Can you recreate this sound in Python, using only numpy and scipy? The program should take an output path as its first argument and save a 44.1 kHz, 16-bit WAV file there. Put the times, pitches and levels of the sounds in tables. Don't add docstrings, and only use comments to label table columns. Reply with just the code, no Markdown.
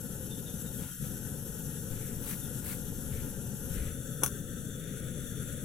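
import sys
import numpy as np
from scipy import signal
from scipy.fft import rfft, irfft, next_fast_len
from scipy.io import wavfile
from scipy.ndimage import map_coordinates

SR = 44100
rng = np.random.default_rng(int(sys.argv[2]) if len(sys.argv) > 2 else 0)


def generate_wav(sig):
    pcm = np.round(np.clip(np.atleast_2d(sig).T, -1, 1) * 32767).astype(np.int16)
    wavfile.write(sys.argv[1], SR, pcm)


N = 249066
TIME = np.arange(N) / SR
SIZE = next_fast_len(N, real=True)
HZ = np.maximum(np.arange(SIZE // 2 + 1) * SR / SIZE, 1)

SLACK_S, CATCH_S, SWITCH_S = 0.865, 0.996, 0.01


def from_db(db):
    return np.exp(np.asarray(db) * np.log(10) / 20)


def over_hz(points):
    hz, value = np.transpose(points)
    return np.interp(np.log(HZ), np.log(hz), value)


def above(hz):
    return 1 - 1 / (1 + (HZ / hz) ** 12)


def pan(db):
    return from_db(np.array([[0.5], [-0.5]]) * db)


def ramp(start_s, length_s):
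    return np.clip((TIME - start_s) / length_s, 0, 1)


def envelope(strokes):
    gain = 0
    for s, db, rise_s, fall_s in strokes:
        spread_s = np.where(TIME < s, rise_s, fall_s)
        gain = gain + from_db(db) * np.exp(-0.5 * ((TIME - s) / spread_s) ** 2)
    return gain


def drift(rate_hz, order=16):
    count = N // order + 2
    hz = np.arange(count // 2 + 1) * SR / (order * count)
    slow = irfft(rfft(rng.standard_normal(count)) / (1 + (hz / rate_hz) ** 2), count)
    return np.interp(np.arange(N) / order, np.arange(count), slow / slow.std())


def turbulence(right_lag_s=2.4e-5):
    # (f/Hz, left-right correlation)
    likeness = [(30, 0.81), (150, 0.92), (500, 0.98), (900, 0.11), (1500, 0.72), (2500, 0.1), (4500, 0.5),
                (6200, 0.52), (8000, 0.19), (9600, 0.23), (10900, 1), (12200, 0.18), (14000, 0.09)]
    mid, side = rfft(rng.standard_normal((2, SIZE))) * np.sqrt(SR) / 2
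    alike = np.clip(over_hz(likeness), 0, 1)
    mid = mid * np.sqrt(1 + alike)
    side = side * np.sqrt(1 - alike)
    lag = np.exp(-2j * np.pi * HZ * right_lag_s)
    return np.array([mid + side, (mid - side) * lag])


def coloured(noise, gain):
    return irfft(noise * gain, SIZE)[:, :N]


def swells(strokes, colour, grain_db, grain_rate_hz, split_hz=4500):
    noise, upper = turbulence() * from_db(over_hz(colour)), above(split_hz)
    body = coloured(noise, 1 - upper) * from_db(grain_db * drift(grain_rate_hz))
    treble = coloured(noise, upper) * from_db(0.5 * grain_db * drift(grain_rate_hz))
    return (body + treble) * envelope(strokes) * pan(db=5.0)


def reflected(x, path_s, echo_db, sway_s):
    lag = (path_s + sway_s * drift(rate_hz=1.0)) * SR
    echo = np.array([map_coordinates(side, [np.arange(N) - lag], order=3) for side in x])
    return (x + from_db(echo_db) * echo) / np.hypot(1, from_db(echo_db))


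def pot_cover(open_share=0.15):
    # (t/s, length/s, added share of the cover)
    coverings = [(3.694, 0.24, .72), (4.305, 0.38, .21), (4.95, 0.81, -.14)]
    moved = sum(share * ramp(s, length_s) for s, length_s, share in coverings)
    return np.clip(open_share + moved, 0, 1)


def jet(cover, waver_db=0.87, waver_rate_hz=14, wander_db=1.08, wander_rate_hz=6.6):
    # (f/Hz, width/Hz, open level/dB per Hz, level under the pot/dB per Hz, left-right/dB)
    jet_bands = [(1441, 249, -85, -86.5, 8.5), (1720, 354, -91.5, -91.5, 6.5), (2760, 410, -99, -99.5, 3.5),
                 (3315, 1120, -93.5, -100, 8.5), (3495, 250, -100.5, -86.5, 6.5),
                 (4400, 190, -95.5, -98.5, 1), (4960, 150, -103, -122, 21.5), (5502, 240, -87.5, -97, 4),
                 (6074, 410, -84, -88, 6), (7020, 860, -87, -90, 5), (7675, 490, -83.5, -87.5, 7.5),
                 (8530, 820, -88.5, -92.5, 9), (9890, 1240, -89.5, -95.5, 12.5),
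                 (10800, 560, -78.5, -81.5, 6), (11270, 364, -77, -89.5, 8.5),
                 (12300, 710, -92, -100, 19.5), (13700, 1000, -86, -100, 5), (14370, 540, -80, -87, 4.5),
                 (15450, 800, -107, -101, 1)]
    # (t/s, level/dB)
    hiss_level = [(0, -0.75), (2.5, .5), (3.4, -1), (4.15, 3), (4.7, 1), (5.3, 3)]
    noises, out = [turbulence() for _ in range(3)], 0
    for k, (hz, width, open_db, covered_db, pan_db) in enumerate(jet_bands):
        bell = np.exp(-np.pi / 2 * np.minimum(((HZ - hz) / width) ** 2, 20))
        strength = (1 - cover) * from_db(open_db) + cover * from_db(covered_db)
        strength = strength * from_db(wander_db * drift(wander_rate_hz))
        out = out + coloured(noises[k % len(noises)], bell) * pan(pan_db) * strength
    hiss_s, hiss_db = np.transpose(hiss_level)
    return out * from_db(np.interp(TIME, hiss_s, hiss_db) + waver_db * drift(waver_rate_hz))


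def flare():
    slack_db = -8.5
    return slack_db * (ramp(SLACK_S - SWITCH_S / 2, SWITCH_S) - ramp(CATCH_S - SWITCH_S / 2, SWITCH_S))


def eddy_loss(return_s, loss_db_per_s=62, regrow_s=0.018):
    slack_for = np.clip(TIME, SLACK_S, return_s) - SLACK_S
    back_for = np.maximum(TIME - return_s, 0)
    return -loss_db_per_s * slack_for * np.exp(-back_for / regrow_s)


def resonances(bands):
    bare, covered = 0, 0
    for hz, width, open_db, covered_db, pan_db in bands:
        bell = 1 / (1 + 4 / 3 * ((HZ - hz) / width) ** 2)
        power = bell ** 3 * pan(pan_db) ** 2
        bare = bare + power * from_db(open_db) ** 2
        covered = covered + power * from_db(covered_db) ** 2
    return np.sqrt(bare), np.sqrt(covered)


def flame(cover, draught, roar_db=-0.01, flicker_db=0.82, flicker_rate_hz=35, fanning_db=-42):
    # (f/Hz, width/Hz, open level/dB per Hz, level under the pot/dB per Hz, left-right/dB)
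    flame_bands = [(76, 85, -69, -68, 7.5), (133, 14, -63.5, -63, 7), (141, 78, -64, -63.6, 7),
                   (214, 118, -67.2, -67.3, 6.6), (425, 100, -76.5, -76, 4.4), (500, 105, -77, -75.3, 9),
                   (745, 46, -87, -98, 11), (860, 46, -86, -97, 13), (990, 56, -90.5, -110, 8),
                   (1123, 46, -94, -112, 7)]
    # (sound above f/Hz, return t/s)
    eddies = [(330, 0.999), (640, 1.036)]
    noise, (bare, covered) = turbulence(), resonances(flame_bands)
    edges = [np.ones_like(HZ)] + [above(hz) for hz, _ in eddies] + [np.zeros_like(HZ)]
    ranges = -np.diff(edges, axis=0)
    sags_db = np.cumsum([flare()] + [eddy_loss(s) for _, s in eddies], axis=0)
    out = 0
    for part, sag_db in zip(ranges, sags_db):
        burning = (1 - cover) * coloured(noise, bare * part) + cover * coloured(noise, covered * part)
        out = out + from_db(sag_db) * burning
    fanned = 1 + draught / from_db(fanning_db)
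    return out * fanned * from_db(roar_db + flicker_db * drift(flicker_rate_hz))


def moving_air(calm_db=-79):
    # (t/s, level/dB per Hz, rise/s, fall/s)
    gusts = [(1.93, -55, 0.027, 0.031), (2.2, -62, 0.15, 0.051), (2.92, -61.5, 0.14, 0.16),
             (3.2, -56.5, 0.075, 0.1), (3.82, -54, 0.14, 0.071), (5.45, -71, 0.66, 0.33)]
    return from_db(calm_db) + envelope(gusts)


def flutter(draught):
    # (f/Hz, level/dB)
    flutter_colour = [(15, -1), (35, -6), (60, -15), (100, -7), (200, -19), (500, -50.5)]
    return coloured(turbulence(), from_db(over_hz(flutter_colour))) * draught * pan(db=7.0)


def open_air():
    # (f/Hz, level/dB per Hz)
    air_colour = [(30, -80), (300, -87), (700, -109), (1100, -117), (2300, -115), (5000, -122),
                  (15000, -112)]
    return coloured(turbulence(), from_db(over_hz(air_colour)))


def bird(scatter_t60=0.23, scatter_db=-5, rasp_hz=62, rasp_rate_hz=220, echo_s=0.057, echo_db=-9):
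    # (t/s, level/dB, start f/Hz, end f/Hz, length/s)
    chirps = [(0.307, -48.5, 3640, 3535, 0.056), (0.458, -50.5, 3750, 3390, 0.064),
              (0.654, -56, 3680, 3760, 0.042), (0.785, -56.5, 3360, 3180, 0.026),
              (0.907, -58, 3200, 3130, 0.031), (2.413, -56, 3620, 3360, 0.071)]
    song, rasp = np.zeros(N), rasp_hz * drift(rasp_rate_hz)
    for s, db, start_hz, end_hz, length_s in chirps:
        along = ramp(s, length_s)
        pitch = start_hz + (end_hz - start_hz) * along + rasp
        swell = np.sin(np.pi * np.sqrt(along))
        song += from_db(db) * swell * np.sin(2 * np.pi * np.cumsum(pitch) / SR)
    song = song + from_db(echo_db) * np.interp(TIME - echo_s, TIME, song)
    trees = rng.standard_normal((2, SR // 2)) * from_db(-60 * TIME[:SR // 2] / scatter_t60)
    trees /= np.linalg.norm(trees, axis=1, keepdims=True)
    smeared = signal.fftconvolve(song[None], trees)[:, :N]
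    return (song + from_db(scatter_db) * smeared) * pan(db=4.0)


def thumps(half_length_cycles=0.61):
    # (t/s, level/dB, f/Hz)
    jolts = [(.823, -30, 169), (0.858, -35, 103), (1.001, -36, 138), (1.027, -30, 171), (1.942, -36, 88),
             (3.122, -28, 139), (3.147, -32, 81), (3.79, -32, 49), (3.822, -28, 60)]
    out = 0
    for s, db, hz in jolts:
        cycles = (TIME - s) * hz
        bell = np.exp(-0.5 * (cycles / half_length_cycles) ** 2)
        out = out + from_db(db) * np.sin(2 * np.pi * cycles) * bell
    return out * pan(db=6.5)


def puffs():
    # (t/s, level/dB per Hz, rise/s, fall/s)
    puff_strokes = [(.828, -92, 0.029, 0.061), (1.045, -96.5, 0.011, 0.037)]
    # (f/Hz, level/dB)
    puff_colour = [(300, -11), (900, 4), (1500, -5), (2500, 1), (3500, 0), (4800, -6), (8000, 2),
                   (15500, -3)]
    return swells(puff_strokes, puff_colour, grain_db=0.5, grain_rate_hz=46)


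def sleeves():
    # (t/s, level/dB per Hz, rise/s, fall/s)
    rustle_strokes = [(2.04, -96.5, 0.086, 0.099), (3.13, -94, .02, 0.11), (3.762, -90.5, 0.032, 0.12),
                      (4.92, -96.5, 0.11, 0.26), (5.48, -100, 0.097, 0.21)]
    # (f/Hz, level/dB)
    rustle_colour = [(300, 6), (900, -16), (1500, 4), (2400, 3.5), (4000, -3.5), (5000, -23), (6000, -28),
                     (8000, 4), (11000, -22), (15500, -31)]
    return swells(rustle_strokes, rustle_colour, grain_db=1.5, grain_rate_hz=90)


def palm():
    # (t/s, level/dB per Hz, rise/s, fall/s)
    wipe_strokes = [(2.297, -83, 0.039, 0.04), (2.697, -82, 0.04, 0.039)]
    # (f/Hz, level/dB)
    wipe_colour = [(300, -20), (900, -6), (1500, -3), (2200, -3), (3500, -6.5), (4800, -7), (6000, -12),
                   (8000, 1), (11000, 3.5), (13000, 4.5), (15500, -2)]
    # (t/s, level/dB per Hz, rise/s, fall/s)
    snag_strokes = [(2.278, -84, 0.0022, 0.0033), (2.315, -82, 0.0086, 0.003),
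                    (2.331, -82.5, 0.0047, 0.0097), (2.689, -92, .003, .003), (2.727, -81, .003, 0.0045)]
    # (f/Hz, level/dB)
    snag_colour = [(400, -15), (1200, -6), (2000, 2), (3300, -9), (5000, -11), (8000, -5), (15500, -8)]
    wiping = swells(wipe_strokes, wipe_colour, grain_db=2.5, grain_rate_hz=170)
    return wiping + swells(snag_strokes, snag_colour, grain_db=-1.0, grain_rate_hz=400)


def pot(crack_db=-55.0, crack_t60=0.01, tail_db=-73, tail_t60=0.1, ring_db=-5, scatter_db=1.0, press_s=0.00027):
    # (t/s, relative level/dB, cut-off f/Hz)
    contacts = [(4.2178, -8, 900), (4.2226, 3, 560), (4.2245, 3.5, 480), (4.2309, 9, 880),
                (4.2314, -28, 11000), (4.2347, 1, 13200), (4.2355, -12.5, 12900), (4.2614, -8.5, 13000),
                (4.2628, -13, 12000), (4.2698, -20, 10000), (4.2775, -15, 9000)]
    # (f/Hz, relative level/dB, t60/s)
    pot_modes = [(333, -35.5, 0.022), (555, -37, 0.021), (1470, -27, 0.027), (2330, -40, .05),
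                 (2690, -35, 0.034), (3400, -30.5, 0.034), (5680, -39, 0.05), (6150, -24, 0.03),
                 (9770, -8, 0.0075), (11400, -9, 0.0064), (13140, -40, .07), (13700, -39, .07),
                 (14420, -36, .08), (855, -42, 0.06), (991, -39.5, 0.055), (1124, -39, 0.095),
                 (4420, -52, 0.14), (6001, -35, 0.06), (6670, -42, .06), (7881, -43, 0.07),
                 (8996, -34, 0.095), (9445, -37, .1), (9560, -34, .09), (9596, -29.5, 0.11),
                 (9830, -32, .07), (9970, -32, 0.07), (10280, -37, .08), (11290, -37, .06),
                 (11512, -32, 0.09), (11555, -34, .09)]
    # (f/Hz, relative level/dB)
    crack_colour = [(500, -9), (1300, -8), (3300, -10), (4800, -24), (6000, 5), (7800, -5), (9700, 4),
                    (11300, 3), (13000, -7), (15500, -7)]
    # (f/Hz, relative level/dB)
    clatter_colour = [(500, -14), (1300, 5), (2200, -12), (3300, -2), (4800, -17), (6000, 10.5), (7800, -5),
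                      (9800, 10), (11300, -1), (13000, 8.5), (15500, 12)]
    t = TIME[:SR // 2]
    fade_db = -60 * t
    ringing = np.array([from_db(db + ring_db + fade_db / t60) * np.sin(2 * np.pi * hz * t) * (-1) ** k
                        for k, (hz, db, t60) in enumerate(pot_modes)])
    crack = coloured(turbulence(), from_db(over_hz(crack_colour)))
    overtones = coloured(turbulence(), from_db(over_hz(clatter_colour)))
    out = np.zeros((2, N))
    for k, (s, db, contact_hz) in enumerate(contacts):
        fresh = slice(k * len(t), (k + 1) * len(t))
        start = round(s * SR)
        blow = from_db(scatter_db * rng.standard_normal((2, len(pot_modes)))) @ ringing
        blow += from_db(crack_db + fade_db / crack_t60) * crack[:, fresh] * pan(db=-5.0)
        blow += from_db(tail_db + fade_db / tail_t60) * overtones[:, fresh]
        blow *= 1 - np.exp(-t / press_s)
        softness = signal.butter(2, contact_hz, fs=SR, output="sos")
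        out[:, start:start + len(t)] += from_db(db) * signal.sosfilt(softness, blow)
    return out * pan(db=7.0)


def scene():
    cover, draught = pot_cover(), moving_air()
    hiss = reflected(jet(cover), path_s=0.0047, echo_db=-10.0, sway_s=0.000136)
    hiss = reflected(hiss, path_s=0.0084, echo_db=-14.0, sway_s=0)
    fire = flame(cover, draught) + flutter(draught) + thumps() + puffs()
    handling = sleeves() + palm() + pot()
    return hiss + fire + open_air() + bird() + handling


def record(dry, cutoff_hz=15900):
    return signal.sosfilt(signal.ellip(12, 0.1, 80, cutoff_hz, fs=SR, output="sos"), dry)


dry = scene()
out = record(dry)
generate_wav(out)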